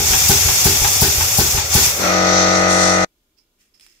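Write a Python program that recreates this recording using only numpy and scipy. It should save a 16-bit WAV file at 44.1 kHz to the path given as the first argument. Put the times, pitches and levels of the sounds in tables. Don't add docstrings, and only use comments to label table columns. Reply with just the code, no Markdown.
import sys
import numpy as np
from scipy import signal
from scipy.fft import rfft, irfft
from scipy.io import wavfile

SR = 44100
rng = np.random.default_rng(int(sys.argv[2]) if len(sys.argv) > 2 else 0)


def master_out(mix):
    frames = np.transpose(np.atleast_2d(mix))
    ceiling = np.clip(frames, -1, 1)
    pcm = np.round(ceiling * 32767).astype(np.int16)
    wavfile.write(sys.argv[1], SR, pcm)


N = 176400
T = np.arange(N) / SR
FREQS = np.maximum(np.arange(N // 2 + 1) * SR / N, 1)
PUMP_PAN_DB, RUSTLE_PAN_DB = 2.5, -2
DRONE_HZ = 46.2


def from_db(db):
    return 10 ** (np.asarray(db) / 20)


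def unit_rms(x):
    return x / np.sqrt(np.mean(x ** 2) + 1e-20)


def envelope(rows):
    return from_db(np.interp(T, *np.transpose(rows)))


def spectrum(points):
    hz, values = np.transpose(points)
    return np.interp(np.log(FREQS), np.log(hz), values)


def pan(db):
    return from_db(np.array([[db], [-db]]) / 2)


def drift(rate_hz):
    return unit_rms(irfft(rfft(rng.standard_normal(N)) / (1 + (FREQS / rate_hz) ** 2), N))


def burst(start_s, rise_s, t60_s):
    rise = np.clip((T - start_s) / rise_s, 0, 1)
    return rise * from_db(-60 * np.maximum(T - start_s - rise_s, 0) / t60_s)


def pressure_pulse(crest_s, hz, width_cycles):
    cycles = np.clip(hz * (T - crest_s), -.75, .75)
    return np.cos(2 * np.pi * cycles) * np.exp(-(cycles / width_cycles) ** 2)


def treble_shelf(x, rows, split_hz=8000):
    treble = irfft(rfft(x) / (1 + (split_hz / FREQS) ** 12), N)
    return x + treble * (envelope(rows) - 1)


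# frequency_hz, coherence
COHERENCE = [(60, .98), (150, 0.95), (380, 0.97), (950, 0.3), (2380, 0), (15000, 0.0042)]

def noise(colour, echo_db=-5.5):
    mid, side = rfft(rng.standard_normal((2, N)))
    coherence = np.clip(spectrum(COHERENCE), -1, 1)
    echoes = np.zeros((2, N))
    for channel in echoes:
        signs = rng.choice([-1, 1], size=6)
        delays = rng.integers(SR // 1000, SR // 100, size=6)
        channel[delays] = from_db(echo_db) * signs
    direct = np.sqrt(1 + coherence) * mid + np.sqrt(1 - coherence) * side * [[1], [-1]]
    comb = 1 + (1 - coherence) * rfft(echoes)
    return unit_rms(irfft(direct * comb * from_db(spectrum(colour)), N))


# time_s, level_db
EXHAUST_FLOW = [(0, -16), (.04, -16.5), (.08, -12.5), (.5, -14), (1.0, -15), (1.3, -16.5), (1.56, -16.5),
                (1.62, -18), (1.69, -23.5), (1.73, -13.5), (1.86, -12), (1.93, -20.5), (2.02, -22.5),
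                (2.2, -37), (3.05, -48.5)]
EXHAUST_TREBLE = [(0, -0.5), (1.55, 1.5), (1.63, -6.5), (1.69, 1), (1.73, -3), (1.9, 1), (2.05, 0.5)]
# frequency_hz, level_db
HISS_SPECTRUM = [(120, -46.5), (200, -17.5), (390, -13), (540, -29.5), (820, -2.5), (1280, -12),
                 (2060, -10), (2330, -3), (2750, -8.5), (3700, -5.5), (4150, -10), (5000, -1.5),
                 (6000, 2.5), (7250, -0.5), (8300, -8.5), (11400, -10.5), (12300, -4.5), (12800, -6),
                 (13150, -11.5), (14400, -4.5), (15600, -14)]
RUMBLE_SPECTRUM = [(25, -20), (50, -20.5), (85, 4), (130, -8), (220, -21), (500, -39.5)]

def exhaust():
    flow = envelope(EXHAUST_FLOW) * from_db(.5 * drift(rate_hz=36))
    hiss = pan(2) * treble_shelf(noise(HISS_SPECTRUM), EXHAUST_TREBLE)
    rumble = from_db(-14.5) * noise(RUMBLE_SPECTRUM)
    return flow * (hiss + rumble)


# pitch_hz, level_db, t60_s
FRAME_MODES = [(67.3, -0.5, 0.9), (82.9, -0.5, 0.75), (103, -3.5, 0.22), (139, 3, 0.41),
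               (153.8, -0.5, 0.25), (201, -0.5, 0.25), (234, -5, 0.43), (335, -3, 0.32), (394, 4.5, 0.31),
               (438.5, -2.5, 0.3), (790, -0.5, 0.098), (824, -1, .2), (1520, -2, 0.2)]

def frame_ring():
    blows = [(0.0014, -4.5)]
    blows += [(s + .005, db) for s, db in POWER_STROKES]
    blows += [(s, db - 8) for s, db in RETURN_STROKES]
    start_s, blow_db = np.transpose(blows)
    ring = np.zeros((2, N))
    for hz, mode_db, t60_s in FRAME_MODES:
        spread_db = rng.normal(0, 1.2, len(blows)) + rng.normal(0, 1, (2, 1))
        impulses = np.zeros((2, N))
        impulses[:, (start_s * SR).astype(int)] = from_db(blow_db + mode_db + spread_db)
        radius, angle = from_db(-60 / (t60_s * SR)), 2 * np.pi * hz / SR
        feedback = [1, -2 * radius * np.cos(angle), radius ** 2]
        ring += signal.lfilter([0, np.sin(angle)], feedback, impulses + 1e-18)
    return from_db(-25.5) * ring


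# time_s, level_db
RETURN_STROKES = [(.106, -0.5), (0.459, -0.5), (.819, 1), (1.182, -2), (1.548, -1.5)]
# frequency_hz, level_db
CLACK_SPECTRUM = [(200, -5.5), (400, -5.5), (570, -14), (850, 6), (1150, -5.5), (1600, -4), (2600, -4.5),
                  (5000, -13), (15000, -29)]

def return_strokes(rebound_s=0.038, valve_delay_s=.024):
    knocks = sum(from_db(db - 15.5) * pressure_pulse(s + delay_s, hz=67, width_cycles=.45)
                 for s, db in RETURN_STROKES for delay_s in (0, rebound_s))
    clacks = sum(from_db(db - 16.5) * burst(s + valve_delay_s, rise_s=0.0032, t60_s=0.18)
                 for s, db in RETURN_STROKES)
    return clacks * noise(CLACK_SPECTRUM) - knocks


# time_s, level_db
POWER_STROKES = [(0.2993, 0.5), (.660, 0), (1.024, 0), (1.391, -0.5), (1.756, 0)]
# frequency_hz, level_db
SPIT_SPECTRUM = [(2000, -31), (4500, 1), (8000, -2.5), (11000, 1.5), (16000, 0.5)]
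CRACK_SPECTRUM = [(200, -21), (400, 0), (600, -8), (840, 4.5), (1050, -5.5), (1400, -34.5), (4000, -48)]
RATTLE_SPECTRUM = [(60, -1), (200, -15), (400, 2), (600, -12.5), (850, -3), (1200, -11), (1500, -7.5),
                   (3000, -11), (5000, -4), (9000, -33)]

def power_strokes():
    def bursts(lead_s, rise_s, t60_s):
        return sum(from_db(db) * burst(s - lead_s, rise_s, t60_s) for s, db in POWER_STROKES)
    thuds = sum(from_db(db - 8.5) * pressure_pulse(s, hz=146, width_cycles=1) for s, db in POWER_STROKES)
    spit = from_db(-11) * bursts(lead_s=0.017, rise_s=0.0018, t60_s=0.32) * noise(SPIT_SPECTRUM)
    crack = from_db(-18.5) * bursts(lead_s=0.0057, rise_s=0.00067, t60_s=0.11) * noise(CRACK_SPECTRUM)
    rattle = from_db(-18) * bursts(lead_s=0, rise_s=.01, t60_s=0.4) * noise(RATTLE_SPECTRUM)
    return thuds + spit + crack + rattle


def puffing(depth=0.13):
    return 1 + depth * np.cos(2 * np.pi * DRONE_HZ * T)


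# time_s, level_db
CHURN_FLOW = [(1.75, -31.5), (1.95, -27.5), (2.0, -32), (2.06, -20.5), (2.2, -24.5), (3.05, -25)]
# frequency_hz, level_db
CHURN_SPECTRUM = [(30, -10.5), (100, -7.5), (280, -9.5), (450, 4), (700, 3), (1000, -8), (1350, -0.5),
                  (1650, -8), (2050, -2.5), (2450, -1), (2800, -10), (4000, -13.5), (9000, -42)]

def churn():
    return puffing() * envelope(CHURN_FLOW) * noise(CHURN_SPECTRUM)


CYCLE_KNOCKS = [(.23, 1), (.535, .88)]
# harmonic_number, level_db
DRONE_HARMONICS = [(1, -21), (2, -7), (3, -20), (4, 0), (5, -19), (6, -26.5), (7, -3.5), (8, -12),
                   (9, -16.5), (10, -9), (11, -4), (12, -7.5), (13, -6.5), (14, -0.5), (15, -19), (16, -6),
                   (17, -9), (18, -11), (19, -13.5), (20, -20), (21, -16), (22, -18), (23, -23),
                   (24, -15.5), (25, -13.5), (26, -14), (27, -2), (28, -13), (29, -10), (30, -13.5),
                   (31, -25), (32, -8), (33, -17.5), (34, -21.5), (35, -20), (36, -28.5), (37, -18),
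                   (38, -22), (39, -11.5), (40, -23), (41, -8), (42, -18), (43, -12), (44, -7), (45, -17),
                   (46, -18)]
# time_s, level_db
DRONE_LEVEL = [(1.9, -61.5), (2.0, -22.5), (2.06, -18), (2.15, -15.5), (2.28, -14.5), (2.7, -14.5),
               (3.05, -15)]
DRONE_TREBLE = [(2.05, -1.8), (2.3, -1.6), (2.65, 0), (3.05, 0.63)]

def drone(catch_s=2.03, settle_s=0.057, smear_hz=1260, wide_hz=518, treble_hz=1600):
    jitter_s = .00003 + 0.00078 * np.exp(-np.maximum(T - catch_s, 0) / settle_s)
    cycles = DRONE_HZ * (T + jitter_s * drift(rate_hz=29))
    fraction, strength = np.transpose(CYCLE_KNOCKS)
    treble = envelope(DRONE_TREBLE)
    delay_s_per_hz = 4.5e-6
    hammering = np.zeros((2, N))
    for harmonic, db in DRONE_HARMONICS:
        hz = harmonic * DRONE_HZ
        knock_phase = np.angle(-np.sum(strength * np.exp(-2j * np.pi * harmonic * fraction)))
        scatter = rng.standard_normal() * (.12 + (hz / smear_hz) ** 2)
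        phase = knock_phase - np.pi * delay_s_per_hz * hz ** 2 + scatter
        partial = np.exp(1j * (2 * np.pi * harmonic * cycles + phase))
        width = 1.27 * hz ** 2 / (hz ** 2 + wide_hz ** 2)
        side_angle = rng.choice([-1, 1]) * np.pi / 2 + rng.normal(0, 0.74)
        side = width * np.exp(1j * side_angle) * np.array([[1], [-1]])
        gain = from_db(db) * (treble if hz > treble_hz else 1)
        hammering += gain * np.real((1 + side) * partial)
    return pan(PUMP_PAN_DB) * envelope(DRONE_LEVEL) * unit_rms(hammering)


# time_s, level_db
LEAK_FLOW = [(1.99, -40.5), (2.012, -23), (2.24, -21.5), (2.39, -16), (2.46, -19.5), (2.56, -19.5),
             (2.61, -24), (2.68, -24), (2.71, -18.5), (2.77, -21), (2.83, -17.5), (2.92, -20), (3.0, -25.5),
             (3.05, -24)]
LEAK_TREBLE = [(2.0, 1.5), (2.4, -10.5), (2.55, -2), (2.608, 7), (2.67, 0.5), (2.71, 11), (2.9, 8),
               (3.05, 6)]
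# frequency_hz, level_db
LEAK_SPECTRUM = [(2000, -18), (2900, -14.5), (3700, -5.5), (4450, 1), (4950, -6.5), (5400, 0), (6300, 2),
                 (7200, -10), (8500, -15.5), (10500, -32), (15000, -40.5)]

def leak():
    hiss = treble_shelf(noise(LEAK_SPECTRUM), LEAK_TREBLE)
    return pan(3) * puffing() * envelope(LEAK_FLOW) * hiss


# frequency_hz, level_db
SQUEAL_SPECTRUM = [(1000, -45), (1260, -14.5), (1345, 2), (1430, -15), (1800, -41)]

def squeal():
    return from_db(-23.5) * burst(2.025, rise_s=.03, t60_s=.45) * noise(SQUEAL_SPECTRUM)


# start_s, rise_s, t60_s, level_db, relative_ring_db
RUBS = [(3.365, 0.021, .17, -67, 3), (3.58, .035, 0.43, -59.5, -18), (3.738, .006, 0.3, -61.5, -2.5),
        (3.795, 0.027, 1, -53.5, -11)]
# frequency_hz, level_db
RUB_SPECTRUM = [(1000, -15), (2500, 2), (4000, -8), (6300, -1.5), (8700, -6.5), (12000, -14), (14000, -6),
                (16000, -17.5)]
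PORT_SPECTRUM = [(3500, -26), (4600, -12), (5150, 6), (5700, -11), (7500, -37)]

def rustles():
    rub = pan(RUSTLE_PAN_DB) * noise(RUB_SPECTRUM)
    ring = pan(-23.5) * noise(PORT_SPECTRUM)
    rubbing = sum(from_db(db) * burst(start_s, rise_s, t60_s) * (rub + from_db(ring_db) * ring)
                  for start_s, rise_s, t60_s, db, ring_db in RUBS)
    return rubbing * from_db(1.3 * drift(rate_hz=94))


# start_s, level_db
TICK_EVENTS = [(3.797, -46), (3.809, -43), (3.8643, -43)]
# frequency_hz, level_db
TICK_SPECTRUM = [(300, -10), (1200, -4), (3500, 0), (5200, -3), (7000, -10), (8800, -0.5), (15000, -20)]

def ticks():
    bursts = sum(from_db(db) * burst(s, rise_s=0.00065, t60_s=0.015) for s, db in TICK_EVENTS)
    return pan(RUSTLE_PAN_DB) * bursts * noise(TICK_SPECTRUM)


# frequency_hz, level_db
ROOM_SPECTRUM = [(15, -29), (25, 4), (108, -18), (354, -12), (503, -22.5), (1260, -28), (6050, -30),
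                 (9840, -34), (13200, -30.5), (16000, -35.5)]

def room_tone():
    return from_db(-66) * noise(ROOM_SPECTRUM)


def scene(cut_s=3.047):
    piston = pan(PUMP_PAN_DB) * (power_strokes() + return_strokes() - frame_ring())
    pump = piston + exhaust() + drone() + leak() + squeal() + churn()
    tail = from_db(-21.5) * burst(cut_s, rise_s=1 / SR, t60_s=0.049)
    gate = np.where(T < cut_s, 1, tail)
    return gate * pump + rustles() + ticks() + room_tone()


def record(dry, low_cut_hz=24, high_cut_hz=15700):
    high_pass = signal.butter(1, low_cut_hz, "high", fs=SR, output="sos")
    low_pass = signal.ellip(12, .1, 80, high_cut_hz, fs=SR, output="sos")
    clipped = np.clip(signal.sosfilt(high_pass, dry), -1, 1)
    return signal.sosfilt(low_pass, clipped)


dry = scene()
out = record(dry)
master_out(out)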